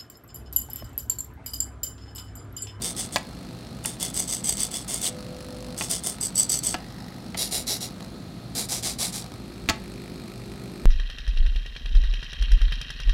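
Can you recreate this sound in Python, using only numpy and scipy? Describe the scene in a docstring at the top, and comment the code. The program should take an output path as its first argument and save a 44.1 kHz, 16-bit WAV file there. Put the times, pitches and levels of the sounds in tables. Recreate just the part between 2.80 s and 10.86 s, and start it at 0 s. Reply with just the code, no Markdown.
"""On a desk in a small room, two micro servos swing a plastic pan-and-tilt gimbal in short, quick steps.
Each step is a rasp of gear teeth, made from random taps and sliding noise rung through the case.
The loose pan gears also knock and rattle, and the pan servo scrapes into its end stop.
Motor pulses tick and the frame hums at multiples of about 50 Hz, over room rumble and hiss.
The joystick clicks and snaps back to centre: short cracks that ring its case, board and desk."""
import sys
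import numpy as np
from scipy import signal
from scipy.fft import rfft, irfft, next_fast_len
from scipy.io import wavfile

SR = 44100
rng = np.random.default_rng(int(sys.argv[2]) if len(sys.argv) > 2 else 0)


def wav_out(sig):
    """Save sig, one row per channel (or a flat mono array), as 16-bit PCM at SR to the path in sys.argv[1]."""
    wavfile.write(sys.argv[1], SR, np.round(np.clip(np.atleast_2d(sig).T, -1, 1) * 32767).astype(np.int16))


N = 355269

# Table levels are relative starting levels: the functions below trim them as they mix.

# Room noise: pitch_hz, level_db (per Hz)
AIR_SPECTRUM = [(15, -58), (25, -20.5), (113, -5.5), (189, 1.5), (299, -5.5), (382, -12.5), (449, -14),
                (729, -16), (981, -23), (1250, -23.5), (3050, -29), (4100, -24), (6140, -34.5),
                (11700, -38), (15800, -48)]
# Resonances in the room noise: pitch_hz, width_hz, lift_db
AIR_RESONANCES = [(54, 25.7, 15), (95.5, 8.4, 5), (119.9, 9, 11), (175.3, 9.8, 3), (1273, 96, 7.5),
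                  (4260, 290, 5.5), (12400, 390, -1)]
# Hum of the loaded frame: multiple (of the control rate), unloaded_db, at_pan_stop_db, parked_db
HUM_TONES = [(4, -55, -64, -47.5), (5, -53.5, -52, -50.5), (7, -59.5, -55.5, -48), (8, -61, -73, -50),
             (10, -58.5, -45.5, -58), (11, -64.5, -55.5, -68), (12, -67, -54, -72), (13, -72, -71, -81),
             (14, -61.5, -64, -64), (16, -62.5, -63, -73)]
# Ticks of the holding pulses over time: start_s, level_db
HOLD_LEVELS = [(0, -47.5), (.45, -52), (1, -54), (2.35, -50), (2.9, -48.5), (4, -52), (5.2, -55),
               (5.6, -62), (6.4, -57.5), (7.1, -52)]
# Colour of one tick: pitch_hz, level_db
TICK_COLOUR = [(300, -12.5), (700, 7), (1500, 2), (2000, -2), (3000, -5), (4100, 4.5), (5300, 2),
               (7200, -7), (8400, -1.5), (9500, -5.5), (11300, -5.5), (12500, -16), (16000, -15)]
# Rings of the frame under holding pulses: pitch_hz, width_hz, straining_lift_db, parked_lift_db
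HOLD_RESONANCES = [(794, 140, 14.5, -2), (1940, 450, 15, 5.5), (2350, 420, -4, 11.5), (3900, 190, 2, 6),
                   (5260, 670, 8, 0.5), (8200, 520, 0, 8), (9250, 640, -5, -3), (11500, 1100, 4, 7),
                   (13800, 900, 11, 2)]
# Stronger pulses as the tilt servo hunts for its position: start_s, length_s, first_level_db
TWITCH_RUNS = [(5.087, .04, -35), (5.206, .06, -31.5), (6.4224, .06, -30), (6.519, .04, -33.5)]
# Pan servo steps: start_s, length_s, level_db, turned (how far the gimbal is turned, 0 to 1)
PAN_MOVES = [(0.015, 0.13, -25.5, 0.22), (0.158, 0.13, -27.5, 0.08), (0.317, 0.088, -32.5, 0),
             (1.034, 0.14, -31, 0.03), (1.193, 0.13, -27.5, 0.01), (1.335, .15, -25.5, 0.46),
             (1.472, 0.15, -26, 0.68), (1.635, 0.14, -23.5, 0.82), (1.763, 0.14, -26, 0.52),
             (1.907, 0.15, -29, .1), (2.075, .16, -27, 0.07), (2.209, .16, -23.5, 0.25),
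             (2.97, .145, -28.5, .05), (3.092, 0.12, -24, 0), (3.229, 0.14, -27, 0),
             (3.404, 0.098, -24, .75), (3.548, 0.13, -22.5, 0.91), (3.687, 0.12, -21, .85),
             (3.829, .132, -23, .55)]
# Stroke shared by all pan steps: kick (share of top speed), climb (share of the length)
PAN_KICK_CLIMB = (.42, .27)
# Pan gearbox colour: pitch_hz, level_db (per Hz)
PAN_COLOUR = [(150, -20), (400, -18), (750, -3), (1500, -16.5), (2100, -14), (2500, -18.5), (3100, -6),
              (3900, -12), (4800, -6), (7200, -1.5), (9000, 0.5), (10500, -7), (13500, -14), (16000, -19)]
# Pan case resonances: pitch_hz, width_hz, straight_lift_db, turned_lift_db
PAN_RESONANCES = [(2146, 190, 9, 9.5), (3524, 130, 16.5, 6), (4710, 360, 5, 21), (5320, 150, 6.5, 2),
                  (6110, 880, 1.5, 14.5), (7930, 420, -6.5, 14.5), (8130, 510, 5.5, 13),
                  (8170, 240, 8, 3.5), (9120, 190, 9, 8.5), (13400, 1600, -2.5, 14)]
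# Hardest backlash knocks in the pan gears: start_s, level_db (peak)
HARD_KNOCKS = [(1.0574, -9), (1.2274, -9.5), (1.401, -7), (1.535, -11.5), (1.6936, -15), (1.724, -13),
               (1.804, -11.5), (1.832, -7), (3.112, -6), (3.2704, -10), (3.577, -8.5), (3.5885, -6.5),
               (3.596, -4.5), (3.6313, -9.5)]
# Gear rumble through the desk: pitch_hz, level_db
DESK_RUMBLE = [(150, -24.5), (350, 13.5), (550, 10.5), (780, 16.5), (1100, -5.5), (2000, -40.5)]
# Joystick strikes: start_s, level_db (peak of the crack), board_ring_db, low_thump_db
STICK_STRIKES = [(0.3597, -7, 2.5, -11), (1.049, -22.5, 0.5, -3), (3.0095, -17, -2.5, 0),
                 (3.9425, -13.5, -2, -1), (4.5458, -20.5, -4.5, 8), (6.8885, -7, -10, 1.5),
                 (6.897, -5.5, -5, 3)]
# Joystick crack: pitch_hz, level_db
CRACK_COLOUR = [(100, -4), (180, -9.5), (330, 9.5), (450, -17), (680, -4), (1200, -8), (1900, -1.5),
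                (2750, 1), (3600, -6), (5000, -3.5), (7000, -3), (9000, -19.5), (16000, -19)]
# Rings of the joystick case: pitch_hz, level_db, t60_s (time to fall 60 dB)
STICK_CASE_RINGS = [(1120, -25, 0.053), (1302, -22.5, 0.066), (1685, -21, 0.043), (1955, -27.5, 0.064),
                    (2340, -27, .033), (2760, -29, .023), (4460, -18, 0.03)]
# Rings of the board under the joystick: pitch_hz, level_db, t60_s
BOARD_RINGS = [(565, -28, .05), (674, -8.5, 0.023), (872, -19.5, 0.085), (1045, -25.5, 0.061)]
# Rings of the desk: pitch_hz, level_db, t60_s
DESK_RINGS = [(94, -25, 0.12), (180, -23, 0.095), (280, -29, 0.05), (386, -38, 0.044)]
# Frame scraping into its end stop: start_s, rise_s (to full pressure), length_s, level_db
END_SCRAPE = (2.255, .017, 0, -29.5)
# Colour of that scrape: pitch_hz, level_db
SCRAPE_COLOUR = [(2000, -33), (2900, -1), (3400, -3), (3900, 0), (4500, -4), (6000, -17)]
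# Tilt servo steps: start_s, length_s, level_db
TILT_MOVES = [(4.569, 0.14, -25.5), (4.708, 0.14, -26), (4.866, .132, -25), (5.002, 0.093, -31),
              (5.748, .13, -27), (5.885, 0.14, -27), (6.024, .138, -27), (6.184, 0.14, -25.5),
              (6.321, .122, -32)]
# Stroke shared by all tilt steps: kick (share of top speed), climb (share of the length)
TILT_KICK_CLIMB = (.55, .3)
# Tilt gearbox colour going down: pitch_hz, level_db (per Hz)
TILT_DOWN_COLOUR = [(710, -23), (1200, -22), (1410, -21.5), (2240, -13), (2470, -20), (2840, -10.5),
                    (3070, -15), (3970, -5.5), (5920, -5), (6320, -13), (7110, -5), (8640, -10.5),
                    (9520, -3.5), (14000, -18), (15800, -23)]
# Tilt gearbox colour going up: pitch_hz, level_db (per Hz)
TILT_UP_COLOUR = [(710, -32), (1200, -5.5), (1410, -15), (1540, -6.5), (1680, -9.5), (2220, -6.5),
                  (3070, -6.5), (3640, 1), (4770, 2), (5730, -2), (9020, 3.5), (11100, -4), (11900, -9),
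                  (13200, -7), (15800, -19)]
# Tilt case resonances: pitch_hz, width_hz, down_lift_db, up_lift_db
TILT_RESONANCES = [(2270, 130, 5, 6), (4010, 200, 8.5, 5), (4820, 360, 0, 2.5), (4930, 86, 4, 6),
                   (5660, 470, 1, 4.5), (7300, 280, 0, 4.5), (9900, 450, 2, -2), (10700, 400, -6, 0),
                   (11440, 500, 7.5, 3.5), (12000, 350, -1, -5), (13800, 600, 5, -1)]
# How long the room rings: pitch_hz, t60_s
ROOM_DECAY = [(200, 0.3), (1000, 0.32), (4000, 0.25), (9000, 0.15), (16000, 0.031)]

# Weight of the low housing band and of the top fizz: (housing dB, fizz dB)
PAN_OUT_POSE, PAN_BACK_POSE, TURNED_POSE = (2.7, 0.84), (-0.58, 0.7), (4.5, -1.6)
TILT_DOWN_POSE, TILT_UP_POSE = (0.27, -1), (1, 2.3)

CONTROL_HZ = 50.08  # motor pulses per second
PAN_BACK_S, TILT_UP_S = 2.6, 5.4  # when the pan turns back, and when the tilt turns upward
END_STOP_S, BRAKE_S = 2.292, 0.011  # the pan servo runs out of travel and stalls
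TURNED_CLIMB = 0.14  # the turned gimbal adds this share of the step to the climb
# As the motor starts, the gears cross their backlash and meet
TAKE_UP_S, TAKE_UP_DB, TURNED_TAKE_UP_DB = 0.007, 4, 1  # delay; peak above the step; more when turned
# Lighter knocks fall by chance, more often at speed and with the gimbal turned
RATTLE_PER_S, TURNED_RATTLE_PER_S = 20, 33  # rate at top speed, and what turning adds
RATTLE_DB, RATTLE_SPREAD_DB = 9.5, 3  # peak above the step's level, and its scatter
REBOUND_S = 0.0047  # delay of each joystick rebound
REBOUND_DB, REBOUND_BODY_DB = -5, -3.5  # change per rebound, for the crack and for the body's ring
BRIGHT_PER_DB, BRIGHT_FROM_DB = 1.3, -8  # cracks below this level lose so many dB of treble per dB
TWITCH_FADE_DB_PER_S = 65
AIR_DB = -39
EDGE_HZ = 15950  # top of the recorder's band

TIME, HZ = np.arange(N) / SR, np.fft.rfftfreq(4096, 1 / SR)


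def amp(db):
    """Turns decibels into gain."""
    return 10 ** (np.asarray(db) / 20)


def unit(x):
    """Scales a sound to an average (rms) level of 1."""
    return x / np.sqrt(np.mean(x ** 2) + 1e-20)


def curve(points, hz=HZ):
    """Reads a table of points as a smooth line over log frequency."""
    f, value = np.transpose(points)
    return np.interp(np.log(hz + 1), np.log(f + 1), value)


def humps(modes, hz=HZ):
    """Adds up the dB lift of a set of resonances."""
    return sum(db / (1 + (2 * (hz - f) / width) ** 2) for f, width, db in modes)


def colour(x, db):
    """Rings x through a filter of unit energy with the given dB shape, with no sound ahead of time."""
    log_gain = np.log(amp(np.maximum(db, db.max() - 80)))
    mirrored = np.r_[log_gain, log_gain[-2:0:-1]]
    # minimum phase: the ring starts as early as its spectrum allows
    ring = np.fft.ifft(np.exp(signal.hilbert(mirrored).conj())).real[:1500]
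    return signal.fftconvolve(x, ring / np.linalg.norm(ring))


def add(mix, s, sound):
    """Mixes a sound in at s seconds."""
    part = mix[max(round(s * SR), 0):][:len(sound)]
    part += sound[:len(part)]


def wander(count, hz):
    """Makes a smooth random line of rms 1 that moves mostly slower than hz."""
    f = np.fft.rfftfreq(count, 1 / SR)
    spectrum = rfft(rng.standard_normal(count)) * (f > 0) / (1 + (f / hz) ** 4)
    return unit(irfft(spectrum, count))


def contact(rise, decay):
    """Two parts meet: a brief random chatter with an envelope that peaks at 1."""
    t = TIME[:1200]
    shape = (1 - np.exp(-t / rise)) * np.exp(-t / decay)
    return rng.choice([-1., 1.], len(t)) * shape / shape.max()


def parked():
    """Goes from 0 to 1 as the gimbal settles after its last move."""
    return np.interp(TIME, [6.45, 6.65], [0, 1])


def air():
    """Steady room rumble and microphone hiss: random noise shaped by a spectrum."""
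    count = next_fast_len(N)
    hz = np.fft.rfftfreq(count, 1 / SR)
    shape_db = curve(AIR_SPECTRUM, hz) + humps(AIR_RESONANCES, hz)
    spectrum = rfft(rng.standard_normal(count)) * amp(shape_db)
    return amp(AIR_DB) * unit(irfft(spectrum, count)[:N])


def hum():
    """The frame hums on multiples of the control rate; their balance depends on how it is loaded."""
    at_stop = np.interp(TIME, [2.27, 2.31, 2.95, 3], [0, 1, 1, 0])
    at_rest = parked()
    waver = wander(next_fast_len(N), 5.4)[:N]
    out = np.zeros(N)
    for multiple, free_db, stop_db, parked_db in HUM_TONES:
        db = free_db + at_stop * (stop_db - free_db) + at_rest * (parked_db - free_db)
        tone = np.sin(2 * np.pi * (multiple * CONTROL_HZ * TIME + rng.random()))
        out += amp(db) * np.sqrt(2) * tone
    return out * amp(-1.5 + 1.56 * waver)


def holding():
    """Every control frame nudges each motor once, one just after the other; some nudges are stronger."""
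    drive = np.zeros(N)
    # the same teeth meet each time, so the nudges are much alike
    nudge = contact(rise=0.0003, decay=0.001)
    for s in np.arange(0.5, N / SR * CONTROL_HZ) / CONTROL_HZ:
        first, second = rng.standard_normal(2)  # random strengths
        varied = nudge + 0.9 * contact(rise=0.0003, decay=0.0012)
        add(drive, s, amp(1.5 * first) * varied)
        add(drive, s + 0.0035, amp(3 * second - 7) * contact(rise=0.0004, decay=0.002))
    drive = unit(drive) * amp(np.interp(TIME, *np.transpose(HOLD_LEVELS)))

    for s, length, db in TWITCH_RUNS:
        for after in np.arange(round(length * CONTROL_HZ)) / CONTROL_HZ:
            twitch = contact(rise=0.0005, decay=0.0014)
            add(drive, s + after, amp(db - 3.5 - TWITCH_FADE_DB_PER_S * after) * twitch)

    straining = np.interp(TIME, [3.95, 4.03, 4.41, 4.43], [0, 1, 1, 0])
    at_rest = parked()
    plain = curve(TICK_COLOUR)
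    strained = plain + humps([(hz, width, db) for hz, width, db, _ in HOLD_RESONANCES])
    settled = plain + humps([(hz, width, db) for hz, width, _, db in HOLD_RESONANCES])
    out = colour(drive * (1 - straining - at_rest), plain)
    out += amp(3.5) * colour(drive * straining, strained)
    out += colour(drive * at_rest, settled)
    return out[:N]


def stroke(s, length, kick, climb):
    """Motor speed in one step: a kick, a climb and a coast to rest, cut short if it meets the end stop."""
    t = TIME[:8000]
    speed = np.interp(t, [0, 0.005, climb * length, length], [0, kick, 1, 0])
    if s < END_STOP_S:
        speed = speed * np.clip(1 - (s + t - END_STOP_S) / BRAKE_S, 0, 1)
    return speed


def step(speed, db, teeth_hz, uneven_db, rattle_db, rotor_hz, slide):
    """Gear teeth tap and slide, louder with speed; the two rates in Hz are those at top speed."""
    t = TIME[:len(speed)]
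    pace = np.sqrt(abs(speed))
    # a tap falls each time the running count of teeth passes a whole number
    mesh = np.diff(np.floor(np.cumsum(teeth_hz * pace) / SR), prepend=0) > 0
    strength = amp(uneven_db * np.clip(rng.standard_normal(len(t)), -2, 2))
    taps = mesh * strength * rng.choice([-1, 1], len(t))
    rasp = unit(taps) + slide * rng.standard_normal(len(t))
    # an off-centre gear bites once a turn
    turns = np.cumsum(rotor_hz * pace * (1 + 0.31 * wander(len(t), 103))) / SR + rng.random()
    load = np.cos(2 * np.pi * turns) + 0.5 * np.clip(wander(len(t), 136), -2, 2)
    return amp(db) * unit(rasp * amp(rattle_db * load) * speed) * np.sqrt(np.mean(speed ** 2))


def pose(housing_db, fizz_db):
    """The gimbal's position shifts the weight of the low housing band and of the top fizz."""
    return curve([(1500, housing_db / 2), (2600, housing_db), (3900, housing_db),
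                  (4800, 0), (8800, 0), (10500, fizz_db)])


def detuned(box, spread=0.013):
    """Each contact loads the case a little differently and shifts its resonances."""
    return np.interp(HZ, HZ * (1 + spread * rng.uniform(-2.36, 1.53)), box)


def case_ring(teeth, box):
    """Teeth push on the case at changing points, so its colour shifts every few milliseconds."""
    # three versions of the case trade places in loudness
    shares = amp(7 * np.array([wander(len(teeth), 70) for _ in range(3)]))
    shares /= np.linalg.norm(shares, axis=0)
    out = 0
    for share in shares:
        nodes = humps([(rng.uniform(2500, 14000), 500, 3 * rng.standard_normal()) for _ in range(12)])
        out = out + colour(teeth * share, detuned(box) + nodes)
    return out * np.linalg.norm(teeth) / np.linalg.norm(out)


def knock(box):
    """The gears cross their backlash and hit, ringing the case; the peak is 1."""
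    tilt = curve([(4000, -8.0), (12000, -0.5)])
    hit = colour(contact(rise=0.0024, decay=0.0012), detuned(box) + tilt)
    return hit / abs(hit).max()


def rattle(speed, per_s, box, count=4):
    """Light knocks fall by chance, unevenly spread over the travel of one step."""
    out = np.zeros(len(speed) + 3000)
    travel = np.cumsum(speed) / SR
    for k, (place, chance) in enumerate(rng.random((count, 2))):
        scatter = np.clip(rng.standard_normal(), -2, 2)
        hit = amp(RATTLE_SPREAD_DB * scatter) * knock(box)
        at = np.searchsorted(travel, travel[-1] * (k + place) / count)
        if chance < per_s * travel[-1] / count:
            add(out, at / SR, speed[at] * hit)
    return out


def pan_servo():
    """Loose gears rasp and knock inside a case whose ring changes as the gimbal turns."""
    out, boxes = np.zeros(N), []
    kick, climb = PAN_KICK_CLIMB
    for s, length, db, turned in PAN_MOVES:
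        modes = [(hz, width, straight_db + turned * (turned_db - straight_db))
                 for hz, width, straight_db, turned_db in PAN_RESONANCES]
        weight = pose(*(PAN_OUT_POSE if s < PAN_BACK_S else PAN_BACK_POSE))
        weight = weight + turned * pose(*TURNED_POSE)
        box = curve(PAN_COLOUR) + humps(modes) + weight
        boxes.append(box)
        speed = stroke(s, length, kick, climb + turned * TURNED_CLIMB)
        teeth = step(speed, db, teeth_hz=1400, uneven_db=3, rattle_db=4, rotor_hz=190, slide=0.8)
        add(out, s, amp(-2.0) * case_ring(teeth, box))
        # the base passes some rumble to the desk
        add(out, s, amp(-16.5 - 7.4 * turned) * colour(teeth, curve(DESK_RUMBLE)))
        take_up_db = db + TAKE_UP_DB + turned * TURNED_TAKE_UP_DB
        add(out, s + TAKE_UP_S, amp(take_up_db) * knock(box))
        rattle_per_s = RATTLE_PER_S + turned * TURNED_RATTLE_PER_S
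        add(out, s, amp(db + RATTLE_DB) * rattle(speed, rattle_per_s, box))

    starts = [row[0] for row in PAN_MOVES]
    for s, db in HARD_KNOCKS:
        box = boxes[np.searchsorted(starts, s) - 1]  # the case as it is in the latest step
        add(out, s, amp(db - 3.0) * knock(box))
    return out


def ringing(modes):
    """One blow sets off a set of tones that die away."""
    t = TIME[:8000]
    ring = sum(amp(db - 60 * t / t60) * np.sin(2 * np.pi * (hz * t + rng.random()))
               for hz, db, t60 in modes)
    return ring * (1 - np.exp(-t / 0.00035))


def joystick(count=3):
    """The sprung stick strikes its stops and rebounds: a crack rings case and board and thumps the desk."""
    out = np.zeros(N)
    for s, db, board_db, thump_db in STICK_STRIKES:
        for k in range(count):
            at = s + k * REBOUND_S
            crack_db = db + k * REBOUND_DB
            bright_db = BRIGHT_PER_DB * min(crack_db - BRIGHT_FROM_DB, 0)
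            shape_db = curve(CRACK_COLOUR) + curve([(2800, 0), (6000, bright_db)])
            crack = colour(contact(rise=0.00015, decay=0.0014), shape_db)
            body = ringing(STICK_CASE_RINGS)
            body += amp(board_db) * ringing(BOARD_RINGS)
            body += amp(thump_db) * ringing(DESK_RINGS)
            add(out, at, amp(crack_db) * crack / abs(crack).max())
            add(out, at, amp(db + k * REBOUND_BODY_DB) * body)
    return out


def end_stop():
    """Plastic scrapes on plastic as the pan servo runs out of travel: noise that follows the pressure."""
    s, rise, length, db = END_SCRAPE
    out, t = np.zeros(N), TIME[:4000]
    # the pressure takes at least 5 ms to let go
    pressure = np.interp(t, [0, rise, max(length, rise + 0.005)], [0, 1, 0])
    scrape = np.sqrt(pressure) * rng.standard_normal(len(t))
    add(out, s, amp(db) * colour(scrape, curve(SCRAPE_COLOUR)))
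    return out


def tilt_servo():
    """Tighter gears give an even, dense rasp, coloured differently going down and up, with desk rumble."""
    out = np.zeros(N)
    for s, length, db in TILT_MOVES:
        going_down = s < TILT_UP_S
        modes = [(hz, width, down_db if going_down else up_db)
                 for hz, width, down_db, up_db in TILT_RESONANCES]
        box = curve(TILT_DOWN_COLOUR if going_down else TILT_UP_COLOUR) + humps(modes)
        weight = pose(*(TILT_DOWN_POSE if going_down else TILT_UP_POSE))
        speed = stroke(s, length, *TILT_KICK_CLIMB)
        teeth = step(speed, db, teeth_hz=2396, uneven_db=1.5, rattle_db=2.1, rotor_hz=150.2, slide=0.85)
        add(out, s, case_ring(teeth, box + weight))
        add(out, s, amp(-14.5) * colour(teeth, curve(DESK_RUMBLE)))
    return out


def room(x):
    """A small room: dense random reflections whose treble dies first."""
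    hz, t, z = signal.stft(rng.standard_normal(SR // 2), SR, nperseg=256)
    fade = amp(-60 * t / curve(ROOM_DECAY, hz)[:, None])
    tail = signal.istft(z * fade, SR, nperseg=256)[1]
    tail *= np.clip(TIME[:len(tail)] / 0.001 - 0.5, 0, 1)  # a short gap before the reflections
    return signal.fftconvolve(x, tail / np.linalg.norm(tail))[:N]


def scene():
    """Servos and joystick close to the microphone, with a little room, hum and air."""
    servos = pan_servo() + end_stop() + tilt_servo() + holding()
    stick = joystick()
    reflections = room(amp(-15) * servos + amp(-14) * stick)
    return (servos + stick + reflections + hum() + air())[None]


def record(dry):
    """The recorder's band limit: a steep filter takes away the highest treble."""
    low_pass = signal.firwin(511, EDGE_HZ, window=("kaiser", 9), fs=SR)
    return signal.oaconvolve(dry, low_pass[None], "same")


dry = scene()
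out = record(dry)
wav_out(out)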